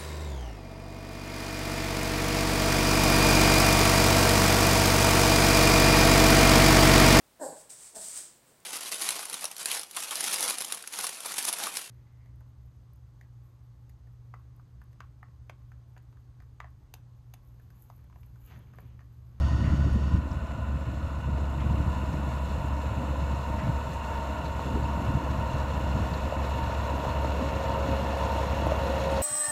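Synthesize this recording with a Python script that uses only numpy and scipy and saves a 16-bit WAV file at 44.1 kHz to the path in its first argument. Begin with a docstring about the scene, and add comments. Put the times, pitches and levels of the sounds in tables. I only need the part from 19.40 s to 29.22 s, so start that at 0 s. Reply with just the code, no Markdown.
"""On a gravel road in open country, a motor grader creeps closer, its six-cylinder diesel at a steady speed.
The exhaust drones, pistons and firings rattle the engine block, and meshing gears whine.
The blade rolls a ridge of stones that hiss, scrape and thud, while the tyres rumble over loose gravel.
Oil hisses through a hydraulic valve at first, and gusts of wind buffet the microphone."""
import sys
import numpy as np
from scipy import signal
from scipy.fft import rfft, irfft, next_fast_len
from scipy.io import wavfile

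SR = 44100
rng = np.random.default_rng(int(sys.argv[2]) if len(sys.argv) > 2 else 0)


def bounce(signal):
    """Save signal as a 16-bit WAV file at the path given by the first command-line argument."""
    frames = np.transpose(np.atleast_2d(signal))
    limited = np.clip(frames, -1, 1)
    pcm = np.round(limited * 32767).astype(np.int16)
    wavfile.write(sys.argv[1], SR, pcm)


N = 433062
T = np.arange(N) / SR
NEAR_M, FAR_M = 10.4, 24  # distances that count as fully near and fully far


def from_db(db):
    """Turn decibels into a factor to multiply a sound by."""
    return 10 ** (np.asarray(db) / 20)


def rms_one(x):
    """Scale a sound so that its average strength (rms) is 1."""
    return x / np.sqrt(np.mean(x ** 2) + 1e-20)


def in_time(rows):
    """Join (time, value) points with straight lines, giving a value for every sample."""
    return np.interp(T, *np.transpose(rows))


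def bump(s, half):
    """A smooth rise to 1 and fall around the moment s."""
    return np.exp(-((T - s) / half) ** 2)


def drift(rate_hz):
    """A random wobble of size about 1; a higher rate wobbles faster."""
    step, warm_up = 40, 2000
    r = np.exp(-2 * np.pi * step * rate_hz / SR)
    noise = rng.standard_normal(N // step + warm_up + 2)
    slow = signal.lfilter([1], [1, -2 * r, r * r], noise)[warm_up:]
    return np.interp(np.arange(N) / step, np.arange(len(slow)), rms_one(slow))


def colour(x, spectrum, skirt_db=60):
    """Shape a sound's lows and highs by a spectrum, losing skirt_db per octave beyond its ends."""
    size = next_fast_len(N)
    hz, db = np.transpose(spectrum)
    octave = np.log2(np.maximum(np.arange(size // 2 + 1) * SR / size, 1))
    points = np.log2(hz)
    outside = np.abs(octave - np.clip(octave, points[0], points[-1]))
    gain = from_db(np.interp(octave, points, db) - skirt_db * outside)
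    return rms_one(irfft(rfft(x, size) * gain, size)[:N])


def nearing(x, far, near, nearness):
    """Blend from a sound's distant colour (nearness 0) to its close one (nearness 1)."""
    return (1 - nearness) * colour(x, far) + nearness * colour(x, near)


def resonate(x, hz, width):
    """Make a sound ring at one pitch; a narrower width rings longer."""
    r = np.exp(-np.pi * width / SR)
    feedback = [1, -2 * r * np.cos(2 * np.pi * hz / SR), r * r]
    return signal.lfilter(np.array([1, 0, -1]) * (1 - r * r) / 2, feedback, x)


def ringing(x, modes):
    """Ring at several pitches (modes) at once, added with alternating signs."""
    rings = ((-1) ** k * from_db(db) * resonate(x, hz, width) for k, (hz, width, db) in enumerate(modes))
    return rms_one(sum(rings))


def grains(per_s, spread_db, length_s):
    """Tiny hits at random moments, each a dying burst of noise, a few much larger than the rest."""
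    sizes = from_db(spread_db * np.minimum(rng.exponential(1, N), 5))
    hits = rng.random(N) < per_s / SR
    power = signal.lfilter([1], [1, -np.exp(-2 / (length_s * SR))], hits * sizes ** 2 + 1e-12)
    return rms_one(np.sqrt(power) * rng.standard_normal(N))


def tone(turns, flutter):
    """A pure tone, one wave per turn, that flutters in the moving air."""
    angle = 2 * np.pi * (turns + rng.random())
    wave = (1 + flutter * drift(2.0)) * np.sin(angle) + flutter * drift(2.03) * np.cos(angle)
    return np.sqrt(2) * wave / np.sqrt(1 + 2 * flutter ** 2)


def doublings(start_m=30, roll_m_per_s=1.9):
    """How many times the approaching grader's distance doubles beyond NEAR_M."""
    return np.log2((start_m - roll_m_per_s * T) / NEAR_M)


def closeness():
    """0 far away, 1 close by."""
    return np.clip(1 - doublings() / np.log2(FAR_M / NEAR_M), 0, 1)


def swell(start_s=1.87, length_s=0.47):
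    """Goes from 0 to 1 early on, as the machine grows louder and stays so."""
    return np.clip((T - start_s) / length_s, 0, 1)


def level_of(part):
    """Level in dB of one part of the machine as it comes closer."""
    # part: (level at NEAR_M [dB], loss per doubling of distance [dB], cut before the swell [dB])
    part_levels = {"block": (-36.5, 6, 2.5), "injectors": (-43, 7.5, 2.5), "blade": (-32.5, 10.5, 3),
                   "gravel": (-48, 8.5, 3), "grit": (-61, 5, 4.5), "tyres": (-42, 3, 3),
                   "wheel rumble": (-38.5, 7, -1.5)}
    near_db, loss_db, cut_db = part_levels[part]
    return near_db - loss_db * doublings() - cut_db * (1 - swell())


def exhaust(cycle):
    """The silencer lets the lowest firing tones through; unequal cylinders make them throb."""
    # exhaust tones: (waves per engine cycle [count], relative level [dB])
    orders = {6: 0, 12: -14, 18: -16.5, 21: -28.5, 24: -32.5, 26: -27.5}
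    # uneven firing: (time [s], throb depth [0-1])
    throb_depths = [(.65, 0.28), (.9, 0.8), (1.7, 0.3), (1.9, 0.2), (5, 0.44), (9.8, 0.4)]
    # the drone, loudest under load at first, then wavering in the moving air: (time [s], level [dB])
    drone_levels = [(0, -24.5), (.4, -25.5), (.75, -28.5), (.87, -33), (1.02, -31.3), (1.15, -34),
                    (1.72, -33.3), (1.87, -29.8), (3.95, -29.8), (4.2, -32.5), (4.47, -30.8), (4.68, -36),
                    (4.85, -32), (5.08, -35.3), (5.3, -31.5), (5.6, -30.3), (6, -32), (6.15, -29.9),
                    (7.4, -31), (8.5, -30.2), (8.8, -31), (9.35, -29), (9.82, -31.7)]
    drone = sum(from_db(db) * tone(order * cycle, flutter=.1) for order, db in orders.items())
    depth = in_time(throb_depths)
    throb = 1 + depth * np.sin(2 * np.pi * (cycle + 0.41 * drift(3.08)))
    throb /= np.sqrt(1 + depth ** 2 / 2)
    waver_db = .6 * drift(6)
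    return from_db(in_time(drone_levels) + waver_db) * rms_one(drone * throb)


def rattle(cycle, repeat, uneven_db, slots=24, size=4096):
    """Metal parts tap unevenly; the share 'repeat' comes round every engine cycle, the rest is random."""
    position = cycle % 1
    one_cycle = irfft(np.exp(2j * np.pi * rng.random(size // 2 + 1)))
    repeating = rms_one(np.interp(position * size, np.arange(size), one_cycle))
    loose = grains(per_s=1700, spread_db=1.5, length_s=0.0072)
    taps = np.sqrt(repeat) * repeating + np.sqrt(1 - repeat) * loose
    strengths = from_db(uneven_db * rng.permutation(np.linspace(-1, 1, slots)))
    return taps * strengths[(position * slots).astype(int)]


def knocks(cycle, uneven_db=4, chance_db=3.5, cylinders=6):
    """Each firing strikes the engine block and makes it ring, some cylinders harder than others."""
    # ringing of the block: (pitch [Hz], width [Hz], relative level [dB])
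    block_modes = [(638, 25, -1.5), (679, 17, -3), (974, 28, 1), (1003, 24, 1), (1425, 48, -13.5),
                   (1886, 50, -17), (2620, 70, -20), (2768, 35, -8)]
    firing = (cycle * cylinders).astype(int)
    at = np.flatnonzero(np.diff(firing))
    cylinder_db = uneven_db * rng.permutation(np.linspace(-1, 1, cylinders))[firing[at] % cylinders]
    out = 0
    for hz, width, db in block_modes:
        blows = np.zeros(N)
        blows[at] = from_db(cylinder_db + chance_db * rng.standard_normal(len(at)))
        blows[at] *= rng.choice([-1, 1], len(at))
        out = out + from_db(db) * rms_one(resonate(blows + 1e-18, hz, width))
    return rms_one(out)


def clatter(cycle, swell_share=0.66, shimmer_db=0.75, panels_db=-6, knocks_db=-7):
    """Pistons and valves rattle the block and shake the panels; moving air makes the sound shimmer."""
    # the block from afar, the block close by, and the panels: (frequency [Hz], relative level [dB])
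    block_far = [(780, -7), (900, 1.5), (965, -6.5), (1010, 10.5), (1060, 1), (1190, -2.5), (1330, 0),
                 (1430, 0), (1500, 5.5), (1600, -64)]
    block_near = [(780, -7), (850, -10), (910, 2), (980, -8.5), (1090, -4), (1170, -10.5), (1380, -8.5),
                  (1490, -10.5), (1600, -25.5)]
    panel_spectrum = [(480, -10), (560, -5.5), (625, 0.5), (690, 3.5), (760, -12)]
    nearness = swell_share * swell() + (1 - swell_share) * closeness()
    block = nearing(rattle(cycle, repeat=.36, uneven_db=2.3), block_far, block_near, nearness)
    panels = from_db(panels_db) * colour(rattle(cycle, repeat=0.52, uneven_db=3.5), panel_spectrum)
    return from_db(shimmer_db * drift(5.0)) * (block + panels + from_db(knocks_db) * knocks(cycle))


def gears(cycle):
    """Timing gears and the fuel pump hum in step with the engine, clearest midway through."""
    # gear and pump tones: (waves per engine cycle [count], relative level [dB])
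    orders = {36: -17, 42.5: -17, 54: -10.5, 55: -15, 59: -18, 72: -17, 77: -17, 84: -13, 85: -12.5, 87:
              -14, 90: -15.5, 93: -19.5, 96: -19.5, 116: -20, 123: -19.5, 127.3: -20, 147: -25, 240: -23.5}
    # how well they stand out of the clatter: (time [s], boost [dB])
    clarity = [(0, -5), (1.8, -5), (2.6, 1), (7, 1.5), (8.5, -2.5)]
    tones = sum(from_db(db) * tone(order * cycle, flutter=0.9) for order, db in orders.items())
    return from_db(in_time(clarity)) * tones


def injectors(cycle):
    """The fuel injectors tick, giving the diesel knock its bright edge."""
    # injector ticking: (frequency [Hz], relative level [dB])
    spectrum = [(1600, 4), (1670, 1), (1765, 6), (1870, 6.5), (2000, 1.5), (2180, 1), (2400, -2.5),
                (2510, 4), (2640, 6), (2780, 6), (2950, 3), (3130, -7.5)]
    return from_db(level_of("injectors")) * colour(rattle(cycle, repeat=0.12, uneven_db=-1.0), spectrum)


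def stone_ridge(slump_db=0.46, steel_db=-1.5):
    """Rolling stones drum on the blade, ring its steel and rub together; sand trickles between them."""
    # drumming on the blade, then gravel and sand, far and near: (frequency [Hz], relative level [dB])
    drum_spectrum = [(190, -7.5), (330, -13.5), (442, -6.5), (535, 0.5), (577, -2.5), (692, -3),
                     (779, -11.5), (850, -10), (1100, -56), (1870, -120)]
    gravel_far = [(1820, -24), (3100, -4.5), (3210, -13), (3430, 3.5), (3820, 1.5), (4140, 1.5),
                  (4850, -11), (5200, -5), (5830, -11.5), (6770, -3), (7410, -1), (7730, -3.5), (8280, -21),
                  (8600, -25), (11200, -45), (18900, -120)]
    gravel_near = [(1760, -51), (3000, -18), (3250, 3), (3710, -1), (4060, 2), (5000, -10), (5580, -4),
                   (5980, -14), (6400, -6.5), (7320, -10), (8320, -19), (9000, -11), (11700, -49),
                   (19800, -120)]
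    sand_far = [(4820, -41), (8200, -6), (9400, -4), (10400, -6), (11300, -3.5), (14400, -8),
                (15800, -13.5)]
    sand_near = [(4820, -41), (8200, -6), (8500, -23), (9330, -18), (10200, -10), (11100, 2), (12600, 1),
                 (15200, -3), (15800, -12)]
    # ringing of the steel blade: (pitch [Hz], width [Hz], relative level [dB])
    blade_modes = [(1730, 38, 13), (2227, 43, 9), (2810, 64, 2), (3490, 130, -2.5), (4130, 130, 1),
                   (4570, 130, -5), (5120, 150, -9.5), (5580, 170, -4.5), (6350, 290, -5.5),
                   (7130, 240, -11), (9530, 240, -14)]
    tumbling = grains(per_s=1200, spread_db=1.9, length_s=.004)
    rubbing = grains(per_s=1900, spread_db=2.0, length_s=0.0092)
    sliding = grains(per_s=230, spread_db=3.0, length_s=0.014)
    trickling = grains(per_s=8400, spread_db=1.5, length_s=0.0016)
    drum = from_db(level_of("blade")) * colour(tumbling, drum_spectrum)
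    crunch = from_db(level_of("gravel")) * nearing(rubbing, gravel_far, gravel_near, closeness())
    steel = from_db(level_of("gravel") + steel_db) * ringing(sliding, blade_modes)
    sand = from_db(level_of("grit")) * nearing(trickling, sand_far, sand_near, closeness())
    return (drum + crunch + steel + sand) * from_db(slump_db * drift(4.4))


def pebbles(per_s=130, spill_db=5.5, range_hz=(3400, 11500), pitches=12, sharpness=14):
    """Pebbles spill off the ridge in little runs and tick at different pitches, louder close by."""
    near_db, loss_per_doubling_db = -58, 11
    rate = per_s * from_db(spill_db * np.tanh(drift(5)))
    ticks = 0
    for hz in np.geomspace(*range_hz, pitches):
        hits = (rng.random(N) < rate / (pitches * SR)) * rng.uniform(.2, 1, N)
        ring = resonate(resonate(hits + 1e-18, hz, hz / sharpness), hz, hz / 2)
        ticks = ticks + rms_one(ring) / hz ** 1.5  # higher ticks are quieter
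    return from_db(near_db - loss_per_doubling_db * doublings()) * rms_one(ticks)


def tyres():
    """Stones shift dully under the heavy wheels and the ground rumbles, more so over each heap."""
    # shifting gravel and rumbling ground: (frequency [Hz], relative level [dB])
    gravel_spectrum = [(150, -18), (210, -0.5), (290, 4), (340, -2.5), (400, -17.5)]
    rumble_spectrum = [(85, -8), (102, -4.5), (140, -12.5), (190, -11.5)]
    # heaps (louder) and smooth ground (quieter): (time [s], change [dB], half length [s])
    heaves = [(4.68, -9, .12), (5.123, -9, 0.085), (5.88, 6, 0.11), (6.6, 3, 0.17), (7.07, 6, .06),
              (7.23, 6.5, .06), (8.008, 6, 0.061), (8.25, 2, 0.082), (8.5, 4, 0.051), (8.88, 2, .08),
              (9.264, 8, 0.066)]
    contacts = grains(per_s=400, spread_db=4.5, length_s=0.0048)
    shifting = from_db(level_of("tyres")) * colour(contacts, gravel_spectrum)
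    rumble = from_db(level_of("wheel rumble")) * colour(rng.standard_normal(N), rumble_spectrum)
    return (shifting + rumble) * from_db(sum(db * bump(s, half) for s, db, half in heaves))


def hydraulics(release_s, shuts_s=.79):
    """How hard the hydraulics work: at most 1, falling to 0 as the valve shuts."""
    return np.clip((shuts_s - T) / release_s, 0, 1)


def valve(start_db=-50.5, fade_db_per_s=7.5):
    """Oil hisses through a valve and its pipes until the valve snaps shut."""
    # ringing of the pipes: (pitch [Hz], width [Hz], relative level [dB])
    pipe_modes = [(1854, 39, 10.5), (2920, 200, 1), (3600, 220, -3), (4560, 200, -1.5), (5500, 260, -5),
                  (6560, 330, -6.5), (9300, 530, -19)]
    flow = from_db(start_db - fade_db_per_s * T) * hydraulics(release_s=0.011)
    return flow * ringing(rng.standard_normal(N), pipe_modes)


def wind(breeze_db=-35.5, fade_db_per_s=0.46, lumpy_db=6.5):
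    """Swirls of air hit the microphone, harder in gusts; sharp puffs carry smaller, higher ones."""
    # gusts and sharp puffs: (time [s], level [dB], half length [s])
    gust_events = [(.16, -28.5, 0.14), (.36, -27.5, .12), (.57, -25.5, 0.13), (.74, -27.5, 0.06),
                   (1.9, -35.5, 0.08), (2.26, -31.5, .09), (2.44, -28.5, .12), (2.8, -32, 0.13),
                   (3.2, -34.5, 0.15), (3.58, -34.5, .1), (3.87, -34, 0.12), (4.28, -29, 0.087),
                   (4.5, -36, .05), (4.87, -38, .06), (5.34, -32.5, .12), (5.64, -28, 0.09),
                   (5.76, -30, .04), (5.93, -33.5, .1), (6.16, -32.5, 0.08), (6.57, -32, 0.17),
                   (7.2, -37, 0.1)]
    puff_events = [(0.474, -35, 0.015), (0.575, -33, 0.023), (0.73, -45, 0.052), (5.27, -32, 0.018),
                   (5.36, -28.5, 0.032), (5.628, -36, 0.046)]
    # deep wind rumble and the higher puffs: (frequency [Hz], relative level [dB])
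    wind_spectrum = [(15, -11), (32, -10), (52, -2), (85, 1), (115, 2), (140, -0.5), (190, -5), (240, -9),
                     (290, -11), (350, -19.5), (450, -33), (900, -60)]
    puff_spectrum = [(150, 6), (250, 7), (350, -0.5), (480, -5.5)]
    swirls = rng.standard_normal(N) * from_db(lumpy_db * np.tanh(drift(42)))
    breeze = from_db(breeze_db - fade_db_per_s * T)
    gusts = sum(from_db(db) * bump(s, half) for s, db, half in gust_events)
    puffs = sum(from_db(db) * bump(s, half) for s, db, half in puff_events)
    rumble = np.hypot(breeze, gusts) * colour(swirls, wind_spectrum)
    return rumble + puffs * colour(rng.standard_normal(N), puff_spectrum)


def low_whine(cycle, waves_per_cycle=47.15):
    """Meshing teeth in the drive make a firm tone, faint at first, that sings out late."""
    # the lower whine: (time [s], level [dB])
    levels = [(.2, -52), (.7, -61), (3.5, -53), (5, -57), (7.8, -50), (8.4, -37.5), (9.1, -41),
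              (9.65, -34.5)]
    return from_db(in_time(levels)) * tone(waves_per_cycle * cycle, flutter=.2)


def high_whine(cycle, waves_per_cycle=80.05, surge_depth=0.094):
    """Other drive gears howl in their housing, surging once a cycle, louder and rougher close by."""
    # the higher whine: (time [s], level [dB])
    levels = [(0, -66), (1.8, -52), (2.3, -52), (4.4, -44.5), (7.2, -42), (7.9, -38.5), (8.8, -40),
              (9.5, -38.5), (9.82, -42)]
    # ringing of the gear housing: (pitch [Hz], width [Hz], relative level [dB])
    housing_modes = [(925, 55, -2), (1005, 60, -4.5)]
    howl = 0
    for hz, width, db in housing_modes:
        ring = resonate(resonate(rng.standard_normal(N), hz, width), hz, width)
        howl = howl + from_db(db) * rms_one(ring)
    sag = 1 - .03 * bump(s=9.24, half=.08)  # the pitch dips once as the blade bites
    turns = waves_per_cycle * np.cumsum(np.gradient(cycle) * sag)
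    roughness = (.085 + .045 * closeness()) * drift(16)
    teeth = tone(turns + roughness, flutter=.3) * from_db(2.7 * drift(14))
    surge = 1 + surge_depth * np.sin(2 * np.pi * cycle)
    return from_db(in_time(levels)) * rms_one((howl + teeth) * surge)


def scrapes(rise_share=0.17):
    """A larger stone grinds briefly and rings; the longer the scrape, the softer its start."""
    # scraping stones: (time [s], peak level [dB], pitch [Hz], width [Hz], fade time [s])
    stones = [(0.235, -39.5, 1830, 398, 0.044), (0.262, -43, 1880, 300, 0.077),
              (0.525, -55, 9000, 2980, .02), (0.912, -48, 5370, 700, 0.007), (1.105, -46, 1900, 600, .012),
              (1.976, -31, 477, 200, 0.0063), (2.2, -40, 2180, 900, 0.024), (3.454, -41, 1800, 700, .012),
              (4.187, -34, 1740, 600, 0.024), (4.528, -47, 6500, 3000, 0.023),
              (5.05, -44, 4130, 400, 0.024), (6.733, -40, 4150, 700, 0.012), (7.04, -46, 4130, 400, 0.017),
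              (7.69, -45, 4100, 400, .018), (8.319, -42, 4160, 1200, .006), (9.027, -40, 2000, 700, .015),
              (8.777, -51, 9000, 4000, .02), (8.85, -42, 6900, 900, .006), (8.968, -46, 7950, 3040, .005),
              (9.267, -43, 11300, 2000, .003), (9.613, -46, 7000, 2000, .005),
              (9.705, -45, 7500, 4960, .025), (9.758, -40, 4150, 1200, .02)]
    out, t = np.zeros(N + SR), T[:SR // 2]
    for s, db, hz, width, fade_s in stones:
        envelope = np.exp(-t / fade_s) * (1 - np.exp(-t / (rise_share * fade_s)))
        grinding = rng.standard_normal(len(t)) * envelope
        ring = resonate(resonate(grinding, hz, width), hz, 2 * width)
        at = int(s * SR)
        out[at:at + len(t)] += from_db(db) * ring / np.abs(ring).max()
    return out[:N]


def thuds():
    """A heavy stone hits the blade, which is loaded with earth and so rings only briefly."""
    # heavy stones: (time [s], peak level [dB], pitch [Hz], width [Hz])
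    hits = [(3.284, -28, 950, 150), (5.193, -26.5, 900, 280), (6.924, -20, 600, 190),
            (7.651, -18.5, 620, 280), (7.845, -21, 570, 240), (7.993, -24, 540, 200),
            (8.415, -26, 550, 200), (9.268, -18, 600, 300), (9.318, -16, 600, 140)]
    out, blow = np.zeros(N + SR), signal.unit_impulse(SR // 10)
    for s, db, hz, width in hits:
        ring = resonate(resonate(blow, hz, width), hz, width)
        at = int(s * SR)
        out[at:at + len(ring)] += from_db(db) * ring / np.abs(ring).max()
    return out[:N]


def scene():
    """Add up engine, ground, valve and wind; one turning crankshaft times all the engine sounds."""
    # engine speed: (time [s], firings [per s])
    speed = [(0, 69.6), (.5, 69.8), (1, 69.6), (1.8, 69.5), (2.3, 69.27), (3, 69.12), (4, 69.2), (6, 69.22),
             (7, 69.13), (9.82, 69.08)]
    firing_hz = in_time(speed) * (1 + .001 * drift(3))
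    cycle = np.cumsum(firing_hz) / (6 * SR)  # engine cycles so far, six firings each
    load_db = 4.5 * hydraulics(release_s=0.86)  # the block is louder while it drives the hydraulics
    block = from_db(level_of("block") + load_db) * (clatter(cycle) + gears(cycle))
    engine = block + injectors(cycle)
    ground = stone_ridge() + pebbles() + scrapes() + thuds() + tyres()
    machine = engine + exhaust(cycle) + low_whine(cycle) + high_whine(cycle) + valve()
    return (machine + ground + wind())[None]


def record(dry, cutoff_hz=15800):
    """A steep filter removes the very highest treble."""
    return signal.sosfilt(signal.ellip(12, .1, 90, cutoff_hz, fs=SR, output="sos"), dry)


dry = scene()
out = record(dry)
bounce(out)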